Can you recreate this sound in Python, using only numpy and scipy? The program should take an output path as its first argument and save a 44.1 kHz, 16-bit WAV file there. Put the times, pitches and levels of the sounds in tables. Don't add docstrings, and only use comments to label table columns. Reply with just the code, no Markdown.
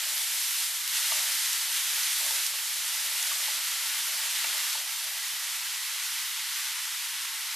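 import sys
import numpy as np
from scipy import signal
from scipy.fft import rfft, irfft, next_fast_len
from scipy.io import wavfile

SR = 44100
rng = np.random.default_rng(int(sys.argv[2]) if len(sys.argv) > 2 else 0)


def int16_out(signal):
    q = np.round(np.clip(np.atleast_2d(signal).T, -1, 1) * 32767)
    wavfile.write(sys.argv[1], SR, q.astype(np.int16))


def attenuation_scalar(level_db):
    decades = np.asarray(level_db, float) / 20
    return 10 ** decades


N = 332955

# (time [s], sizzle level [dB], tilt [dB])
VIGOUR = [(0.0, -31, .5), (.2, -30.5, 2), (.67, -30.5, 2), (.73, -33.5, 2), (.86, -32.5, 0.5),
          (.97, -28, .5), (1.58, -29.5, 1), (1.67, -31.5, 1), (1.74, -29, 1), (2.46, -29.5, 1),
          (2.53, -33, 1), (2.72, -31.5, 1), (3.2, -30, 0.5), (3.32, -30.5, .5), (4.72, -30, -.5),
          (4.83, -33.5, 0), (6.5, -32.5, -1), (7.55, -34, -1)]


def rms_one(x):
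    return x / np.sqrt(np.mean(x ** 2) + 1e-20)


def in_time(rows):
    s, *columns = np.transpose(rows)
    return [np.interp(np.arange(N) / SR, s, c) for c in columns]


def at_hz(points, hz):
    table_hz, table_db = np.transpose(points)
    return np.interp(np.log(hz + 1), np.log(table_hz), table_db)


def drift(rate):
    step = 40
    pole = np.exp(-2 * np.pi * rate * step / SR)
    noise = rng.standard_normal(N // step + 2002)
    slow = signal.lfilter([1], [1, -2 * pole, pole ** 2], noise)[2000:]
    return np.interp(np.arange(N) / step, np.arange(len(slow)), rms_one(slow))


def ring(clicks, hz, t60):
    radius, angle = attenuation_scalar(-60 / (t60 * SR)), 2 * np.pi * hz / SR
    recursion = [1, -2 * radius * np.cos(angle), radius ** 2]
    return signal.lfilter([0, np.sin(angle)], recursion, clicks + 1e-18)


def click(s, size):
    out = np.zeros(N)
    out[round(s * SR)] = size
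    return out


def gate_opening():
    # (time [s], opening [dB], hold [s])
    strokes = [(0.0, 11, 0.29), (0.587, 7, .12), (0.997, 9.5, .1), (1.102, 15.5, 0.14), (1.548, 6.5, .3),
               (1.88, 10.5, 0.13), (2.22, 17, 0.066), (2.45, 7.5, 0.47), (2.91, 10, .4), (3.3, 11, 0.28),
               (3.7, 8, 0.28), (4.086, 12.5, 0.19), (4.46, 13.5, 0.1), (4.75, 13.5, 0.035),
               (5.035, 10.5, 0.075), (5.335, 7, 0.18), (5.91, 5.5, 0.073), (5.6, 3, .15), (6.697, 0, 0.32),
               (7.35, 4.5, 0.061)]
    opens_db_per_s, shuts_db_per_s, shut_db = 250, 51, -2.5
    s, db, hold = np.transpose(strokes)[:, :, None]
    t = np.arange(0, N, 40) / SR
    rise = opens_db_per_s * np.maximum(s - t, 0)
    fall = shuts_db_per_s * np.maximum(t - s - hold, 0)
    widest = (db - rise - fall).max(axis=0)
    return np.interp(np.arange(N) / SR, t, np.maximum(widest, shut_db))


def bass_ticks(level_db):
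    ticks_per_s, tick_db, hush_db, side_db = 103.9, -47.5, -77, -9.5
    at = (np.arange(.0064, N / SR - .01, 1 / ticks_per_s) * SR).astype(int)
    sizes = rng.normal(0, 1.6, (2, len(at)))
    heard = rng.random(len(at)) < .5
    ticks = np.zeros((2, N))
    ticks[:, at] = sizes * heard * attenuation_scalar(tick_db + 2.4 * drift(5)[at] - 1.5)
    mid, side = ticks + attenuation_scalar(hush_db) * rng.standard_normal((2, N))
    ports = mid + attenuation_scalar(side_db) * side * [[1], [-1]]
    ports = ports * attenuation_scalar(level_db - level_db.mean())
    bass = signal.butter(2, 900, fs=SR, output="sos")
    return signal.sosfilt(bass, ports) * attenuation_scalar(13.0)


def rumbles():
    # (time [s], level [dB], lowest frequency [Hz], t60 [s])
    knocks = [
        (2.21, -63, 500, 0.67),
        (2.3, -55.5, 360, 0.59),
        (2.53, -60, 400, 0.21),
        (4.445, -56, 306, 0.93),
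    ]
    out, t = np.zeros((2, N)), np.arange(N) / SR
    for s, db, low_hz, t60 in knocks:
        hollow = signal.butter(3, [low_hz, 850], "band", fs=SR, output="sos")
        mid, side = signal.sosfilt(hollow, rng.standard_normal((2, N)))
        decay = (t > s) * attenuation_scalar(db - 60 * np.maximum(t - s, 0) / t60)
        out += rms_one(mid + attenuation_scalar(-12.0) * side * [[1], [-1]]) * decay
    return out


def scrape():
    start_s, end_s, mode_hz, t60_s, level_db = 5.18, 5.25, 1998, .05, -41
    t = np.arange(N) / SR
    catches = rng.standard_normal(N) * (t > start_s) * (t < end_s)
    return attenuation_scalar(level_db - 24) * ring(catches, mode_hz, t60_s)


def taps():
    # (time [s], peak level [dB], loudest mode [Hz],
    # clack relative level [dB], whole-bowl relative level [dB])
    hits = [(1.118, -39.5, 627, -24, 14), (1.119, -27, 1180, -19, -3), (2.21, -38.5, 915, -14, -4),
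            (2.263, -34, 1110, -8, -4), (2.302, -33.5, 890, -14, 1), (2.536, -40, 1110, -12, 0),
            (3.115, -38, 950, -10, 0), (3.315, -27.5, 1150, -16, -8), (3.481, -30.5, 886, -21, -1),
            (4.09, -40, 1160, -16, -4), (4.441, -39, 1420, -14, 0), (4.445, -31.5, 886, -20, -7),
            (4.751, -29, 900, -14, -10), (4.885, -54, 974, -14, -7), (5.458, -39, 960, -12, -10)]
    # (frequency [Hz], level [dB], t60 [s])
    bowl = [(588, -11, 0.067), (646, -6, .03), (900, -8, 0.028), (1180, -20, 0.03)]
    # (frequency [Hz], level [dB], t60 [s])
    blade = [(1530, -13, .012), (1900, -9, .012), (2260, -2, .018), (2750, -1, .017), (3200, -6, .01),
             (3900, -3, .01)]
    contact_s, slap_s, slap_db = 0.0012, 4.4432, -24.5
    out = np.zeros(N)
    chance_db = rng.normal(0, 2.7, (len(hits), len(bowl) + len(blade)))
    for (s, peak_db, spot_hz, clack_db, whole_db), luck_db in zip(hits, chance_db):
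        a, b = round(s * SR), min(N, round((s + .3) * SR))
        hit = click(0, 0.91)[:b - a]
        struck = [(spot_hz, peak_db + .5, .04)]
        struck += [(hz, peak_db + whole_db + db, t60) for hz, db, t60 in bowl]
        struck += [(hz, peak_db + clack_db + db, t60) for hz, db, t60 in blade]
        rings = np.zeros(b - a)
        for (hz, db, t60), extra_db in zip(struck, np.r_[0, luck_db]):
            rings += attenuation_scalar(db + extra_db) * ring(hit, hz, t60)
        out[a:b] += rings * (1 - np.exp(-np.arange(b - a) / SR / contact_s))
    slap = click(slap_s, attenuation_scalar(slap_db)) + click(slap_s + 0.003, attenuation_scalar(slap_db - 2))
    return out + sum(attenuation_scalar(db) * ring(slap, hz, t60) for hz, db, t60 in blade)


def spits():
    # (time [s], peak level [dB], left-right difference [dB])
    droplets = [(0.178, -11, -5), (0.4653, -31, -5), (0.5067, -16, -0.5), (0.8764, -7, -1.0),
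                (0.9353, -16, 0.0), (1.3513, -8, -0.5), (1.5304, -4.5, 1), (2.2633, -9, -1.0),
                (2.464, -5, -9), (2.609, -27, -4), (2.6454, -25, 8), (3.2266, -6, -0.5), (4.4408, -9, -3),
                (4.7287, -11, 7), (5.0409, -13, -0.5), (5.7259, -19, 4)]
    pulses = np.zeros((2, N))
    for s, peak_db, pan_db in droplets:
        pulses[:, round(s * SR) + 50] = attenuation_scalar(peak_db + 3.5 + np.array([pan_db, -pan_db]) / 2)
    spray = signal.lfilter([.12], [1, -.985], pulses) * rng.standard_normal(N)
    small_source = signal.butter(2, [3500, 14000], "band", fs=SR, output="sos")
    return signal.sosfilt(small_source, spray - pulses)


def steam_bursts():
    bursts_per_s, spread_db, hiss = 12000, 2, 0.94
    sizes = attenuation_scalar(spread_db * np.minimum(rng.exponential(1, N), 5)) * rng.choice([-1, 1], N)
    born = rng.random(N) < bursts_per_s * attenuation_scalar(.8 * drift(25)) / SR
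    return rms_one(sizes * born) + hiss * rng.standard_normal(N)


def pan_spectra(bursts, size, hz):
    # (frequency [Hz], level per Hz [dB])
    colour = [(330, -48), (560, -12.5), (591, -15.5), (773, -13.5), (896, -8), (1010, -8.5), (1360, -7),
              (1600, -4), (2030, -0.5), (2490, -2), (3040, 0.5), (4320, -0.5), (10900, -3.5), (13000, -4.5),
              (14200, -7)]
    # (frequency [Hz], level per Hz [dB])
    across_colour = [(330, -40), (540, -19.5), (1200, -19), (1700, -15.5), (2400, -26.5), (3200, -6),
                     (3700, -9), (4800, -4.5), (12000, 1.5), (14200, -3)]
    # (frequency [Hz], width [Hz], height [dB])
    modes = [(610, 18, 6), (646, 42, -6), (894, 9, 5.5), (1180, 35, 1.5), (1350, 21, 7.5), (1465, 12, 5.5),
             (1956, 16, 5), (3075, 81, 0)]
    across_db, lean_db, lean_hz = -6.5, -8, 12700
    across = rms_one(bursts * rng.standard_normal(N))
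    ringing_db = sum(db / (1 + (2 * (hz - top_hz) / width) ** 2) for top_hz, width, db in modes)
    mid = rfft(bursts, size) * attenuation_scalar(at_hz(colour, hz) + ringing_db)
    side = rfft(across, size) * attenuation_scalar(at_hz(across_colour, hz) + across_db)
    side = side - mid * attenuation_scalar(lean_db) * hz ** 8 / (hz ** 8 + lean_hz ** 8)
    return np.array([mid + side, mid - side])


def part_levels(level_db, tilt_db):
    bright_drift_db_per_s = -0.07
    body_follows = 0.73
    parts = [(690, 1.23 * (gate_opening() - level_db)),
             (830, (body_follows - 1) * level_db - 1.2 * tilt_db),
             (2300, -.6 * tilt_db),
             (4200, 0 * level_db),
             (9000, tilt_db - bright_drift_db_per_s * np.arange(N) / SR)]
    levels = [db - 10 * np.log10(np.mean(attenuation_scalar(2 * db))) for _, db in parts]
    return [hz for hz, _ in parts], np.array(levels)


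def sizzle():
    shared_db, patchy_db = 0.38, 0.39
    size = next_fast_len(N)
    hz = np.arange(size // 2 + 1) * SR / size
    ports = pan_spectra(steam_bursts(), size, hz)
    level_db, tilt_db = in_time(VIGOUR)
    part_hz, parts_db = part_levels(level_db, tilt_db)
    knots = np.log(part_hz)
    centres = np.log(np.r_[690, 770, np.geomspace(950, 13000, num=13)])
    out, together = 0, drift(7.5)
    for k, centre in enumerate(centres):
        share = np.interp(np.log(hz + 1), centres, np.arange(len(centres)) == k)
        weights = np.array([np.interp(centre, knots, row) for row in np.eye(len(knots))])
        gain = attenuation_scalar(weights @ parts_db + shared_db * together + patchy_db * drift(10.8))
        out = out + gain * irfft(ports * share, size)[:, :N]
    return attenuation_scalar(level_db + 2.08) * rms_one(out)


def scene():
    return scrape() + taps() + spits() + sizzle()


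def band_limit(x):
    return signal.sosfilt(signal.butter(12, 15380, fs=SR, output="sos"), x)


def record(dry):
    gate_hz, top_hz = 537.6, 14340
    rounded = .4 * np.tanh(dry / .4)
    gate = signal.cheby2(8, 40, gate_hz * .9, "high", fs=SR, output="sos")
    gated = signal.sosfilt(gate, rounded) + rumbles() + bass_ticks(in_time(VIGOUR)[0])
    top_cut = signal.ellip(14, .5, 75, top_hz * .992, fs=SR, output="sos")
    return band_limit(signal.sosfilt(top_cut, gated))


dry = scene()
out = record(dry)
int16_out(out)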